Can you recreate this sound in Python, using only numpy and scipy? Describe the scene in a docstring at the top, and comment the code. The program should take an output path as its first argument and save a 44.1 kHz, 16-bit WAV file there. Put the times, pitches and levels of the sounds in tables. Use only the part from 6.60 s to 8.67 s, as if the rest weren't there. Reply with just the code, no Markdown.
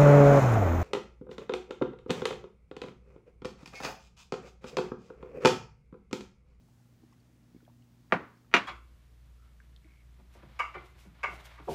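"""Small quiet room, wooden table: a mug is set down with one knock, then a harder one that rocks once more.
Each contact cracks, rings the table top and the mug, and dies away in the room.
Underneath: a few very faint thuds and ticks, mains hum, low rumble with hiss."""
import sys
import numpy as np
from scipy import signal
from scipy.fft import rfft, irfft
from scipy.io import wavfile
from scipy.ndimage import uniform_filter1d

SR = 44100
rng = np.random.default_rng(int(sys.argv[2]) if len(sys.argv) > 2 else 0)


def output_pcm(signal):
    """Save a mono or channel-first signal as 16-bit PCM at the path in sys.argv[1].

    Samples are clipped to [-1, 1] before scaling.
    """
    pcm = np.clip(np.atleast_2d(signal).T, -1, 1) * 32767
    wavfile.write(sys.argv[1], SR, np.round(pcm).astype(np.int16))


N = 91331
TIME_S = np.arange(N) / SR
FREQ_HZ = np.fft.rfftfreq(N, 1 / SR) + 1e-3

# mug foot on table: faint grazes, two knocks and their rebounds
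# (time [s], gain [dB], corner [Hz], bass shelf [dB], treble bypass [dB], spot [1 if > 0.5, else 0])
CONTACTS = [(1.5005, -56.5, 2000, 6, -35, 0), (1.51, -48.5, 2000, 7, -56, 0),
            (1.5223, -5, 1836, -0.5, -55, -4.5), (1.5353, -16.5, 1100, 1.5, -48, 0),
            (1.914, -47, 2520, -1, -61.5, 1), (1.9289, -39.5, 2500, 4, -50, 1),
            (1.9390, -2.5, 2570, -8, -45, 1), (1.9650, -12, 2730, -16, -54, 1)]
# table top below about 2.3 kHz, mug above (frequency [Hz], base t60 [s])
MODES = [(168, .2), (203, .22), (272, .34), (360, .13), (517, .11), (655, .12), (701, .12), (842, .09),
         (972, .09), (1164, .1), (1256, .1), (1320, .08), (1445, .12), (1625, .065), (1667, .08),
         (1855, .05), (1980, .06), (2215, .06), (2320, .065), (2408, .11), (2565, .07), (2797, .14),
         (3250, .08), (3682, .12), (3811, .08), (4400, .08), (4700, .08), (5712, .07), (6030, .06),
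         (6880, .07), (9950, .1)]
# one row per spot (drive of each mode [dB])
SPOT_DRIVE_DB = [(-15, -8.5, -17, -11, -12.5, -8.5, -21, -18.5, -10, -15.5, -10.5, -13, -7.5, -10, -14.5, -15, -4, -14, -9.5, -9.5, -22.5, -17, -7, -26, -24.5, -10.5, -6.5, -22, -6.5, -15, -4),
                 (-20, -14, -21, -7, -15, -20, -10.5, -25, -9.5, -15.5, -14, -10.5, -6, -21, -14.5, -10.5, -10.5, -20.5, -4, -3.5, -6.5, -5, -8, -15, -10, -9, -8.5, -1, 6, 2.5, -10)]
# factor on base t60 (spot 0 [ratio], spot 1 [ratio])
SPOT_T60_SCALE = (0.64, 0.95)
# table and room (band [Hz], early level [dB], early t60 [s], late level [dB], late t60 [s])
TAIL_BANDS = [(90, -41.5, .15, -32, .4), (187.2, -26, 0.13, -29, 0.36), (333.3, -28, 0.16, -35, 0.38),
              (773, -19, 0.095, -37, 0.42), (1450, -20, .12, -30.5, 0.44), (2736, -10, 0.093, -31.5, 0.48),
              (5800, -7.5, .1, -26.5, 0.54), (10500, -11, 0.12, -23.5, 0.33)]
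# thuds and ticks (time [s], level [dB], pitch [Hz], t60 [s])
THUDS_TICKS = [(.085, -65.5, 870, .03), (.196, -64.5, 837, 0.039), (0.431, -48, 312, 0.062),
               (.433, -63, 820, 0.043), (0.525, -58.5, 1050, 0.036), (0.53, -66, 1975, 0.053),
               (0.526, -65.5, 5450, 0.023), (0.601, -65.5, 4510, 0.024), (.947, -45, 272, 0.025),
               (0.963, -38, 239, 0.015), (.963, -72.5, 2220, 0.11), (1.003, -61, 1430, 0.026),
               (1.027, -50.5, 307, 0.047), (1.049, -61.5, 2290, .02), (1.05, -63.5, 3290, 0.022),
               (1.065, -63, 1640, 0.024), (1.078, -46, 663, 0.017), (1.088, -49, 790, 0.011),
               (1.097, -65, 920, 0.06), (1.222, -62, 2950, 0.024), (1.775, -67.5, 5380, 0.024),
               (1.845, -59.5, 1300, 0.029)]
# mains hum (frequency [Hz], rms level [dB])
HUM_TONES = [(58.5, -72), (120, -63.5), (172, -76.5), (240, -70)]
# rumble and hiss (frequency [Hz], relative density [dB])
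FLOOR_SPECTRUM = [(20, -20.5), (45, 0.5), (60, 1.5), (130, 5.5), (220, 2), (300, 1), (420, -9.5),
                  (800, -13.5), (1600, -18), (3200, -21.5), (6400, -23), (9000, -27.5), (12000, -29.5),
                  (15700, -29.5)]


def mug_knocks(contact_order=3.81, shelf_hz=619, highpass_hz=160, delay_at_1khz_s=0.0013,
               crack_hz=2000, crack_width_hz=1850, crack_gain=21.2, modes_db=-8):
    """Each contact is a push, dull above its corner, driving crack, modes and room tail."""
    crack = crack_gain / (1 + 1j * crack_hz / crack_width_hz * (FREQ_HZ / crack_hz - crack_hz / FREQ_HZ))
    modes = [undb(modes_db) * table_and_mug_modes(spot) for spot in (0, 1)]
    highpass = (1j * FREQ_HZ / (highpass_hz + 1j * FREQ_HZ)) ** 2
    spectrum = 0
    for start_s, gain_db, corner_hz, bass_db, treble_db, spot in CONTACTS:
        _, two_pole = signal.freqs(*signal.butter(2, 1, analog=True), FREQ_HZ / corner_hz)
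        lowpass = two_pole ** (contact_order / 2)
        shelf = (undb(bass_db) * shelf_hz + 1j * FREQ_HZ) / (shelf_hz + 1j * FREQ_HZ)
        push = undb(gain_db) * shelf * highpass * np.exp(-2j * np.pi * FREQ_HZ * start_s)
        ringing = (lowpass + undb(treble_db)) * (modes[int(spot > .5)] + room_tail())
        spectrum += push * (lowpass * crack + ringing)
    # bending waves run faster at high pitch: each contact sweeps down
    dispersion = np.exp(-4j * np.pi * delay_at_1khz_s * np.sqrt(1000 * FREQ_HZ))
    return irfft(spectrum * dispersion, N) * (TIME_S > CONTACTS[0][0])


def table_and_mug_modes(spot):
    """Spectrum of damped sines struck at one spot; neighbours start in opposite phase."""
    ringing = 0
    for k, ((hz, t60_s), drive_db) in enumerate(zip(MODES, SPOT_DRIVE_DB[spot])):
        envelope = undb(drive_db) * decay(t60_s * SPOT_T60_SCALE[spot])
        ringing += (-1) ** k * envelope * np.sin(2 * np.pi * hz * TIME_S)
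    return rfft(ringing)


def room_tail(rise_s=0.003):
    """Spectrum of the dense table and room response: noise bands decaying fast, then slower."""
    tail = 0
    for hz, early_db, early_t60_s, late_db, late_t60_s in TAIL_BANDS:
        envelope = undb(early_db) * decay(early_t60_s) + undb(late_db) * decay(late_t60_s)
        tail += octave_noise(hz) * envelope
    return rfft(tail * (1 - np.exp(-TIME_S / rise_s)))


def thuds_and_ticks(rise_s=0.001, rustle_db=-5):
    """Short damped tones, each with a rustle around its pitch."""
    out = 0
    for start_s, level_db, hz, t60_s in THUDS_TICKS:
        age_s = np.maximum(TIME_S - start_s, 0)
        envelope = undb(level_db) * decay(t60_s, age_s) * (1 - np.exp(-age_s / rise_s))
        out += envelope * (np.sin(2 * np.pi * hz * age_s) + undb(rustle_db) * octave_noise(hz))
    return out


def mains_hum(waver_db=1.5):
    """Low steady tones, wavering slightly in level."""
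    out = 0
    for hz, rms_db in HUM_TONES:
        amplitude = np.sqrt(2) * undb(rms_db + waver_db * wander(rate_hz=6))
        out += amplitude * np.sin(2 * np.pi * (hz * TIME_S + rng.random()))
    return out


def room_floor(rms_db=-65.5, flicker_db=1, lowest_hz=8):
    """Rumble and hiss; each octave flickers independently."""
    white = sum(octave_noise(hz) * np.sqrt(hz) * undb(-flicker_db * wander(rate_hz=8))
                for hz in 16 * 2. ** np.arange(11))
    points_hz, points_db = np.array(FLOOR_SPECTRUM).T
    shape_db = np.interp(np.log(FREQ_HZ), np.log(points_hz), points_db)
    noise = irfft(rfft(white) * undb(shape_db) * (FREQ_HZ > lowest_hz), N)
    return noise / noise.std() * undb(rms_db)


def octave_noise(centre_hz):
    """Unit-rms noise band overlapping its octave neighbours."""
    window = np.cos(np.pi / 2 * np.clip(np.log2(FREQ_HZ / centre_hz), -1, 1))
    band = irfft(rfft(rng.standard_normal(N)) * window, N)
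    return band / band.std()


def wander(rate_hz):
    """Random steps, smoothed twice."""
    hold = int(SR / rate_hz)
    steps = np.repeat(rng.standard_normal(N // hold + 1), hold)
    return 1.1 * uniform_filter1d(uniform_filter1d(steps, hold), hold)[:N]


def decay(t60_s, age_s=TIME_S):
    return np.exp(-np.log(1000) * age_s / t60_s)


def undb(db):
    return 10 ** (np.asarray(db) / 20)


def scene():
    return (mug_knocks() + thuds_and_ticks() + mains_hum() + room_floor())[None]


def record(dry, cutoff_hz=15730):
    """Steep elliptic low-pass."""
    return signal.sosfilt(signal.ellip(10, .2, 70, cutoff_hz, fs=SR, output="sos"), dry)


dry = scene()
out = record(dry)
output_pcm(out)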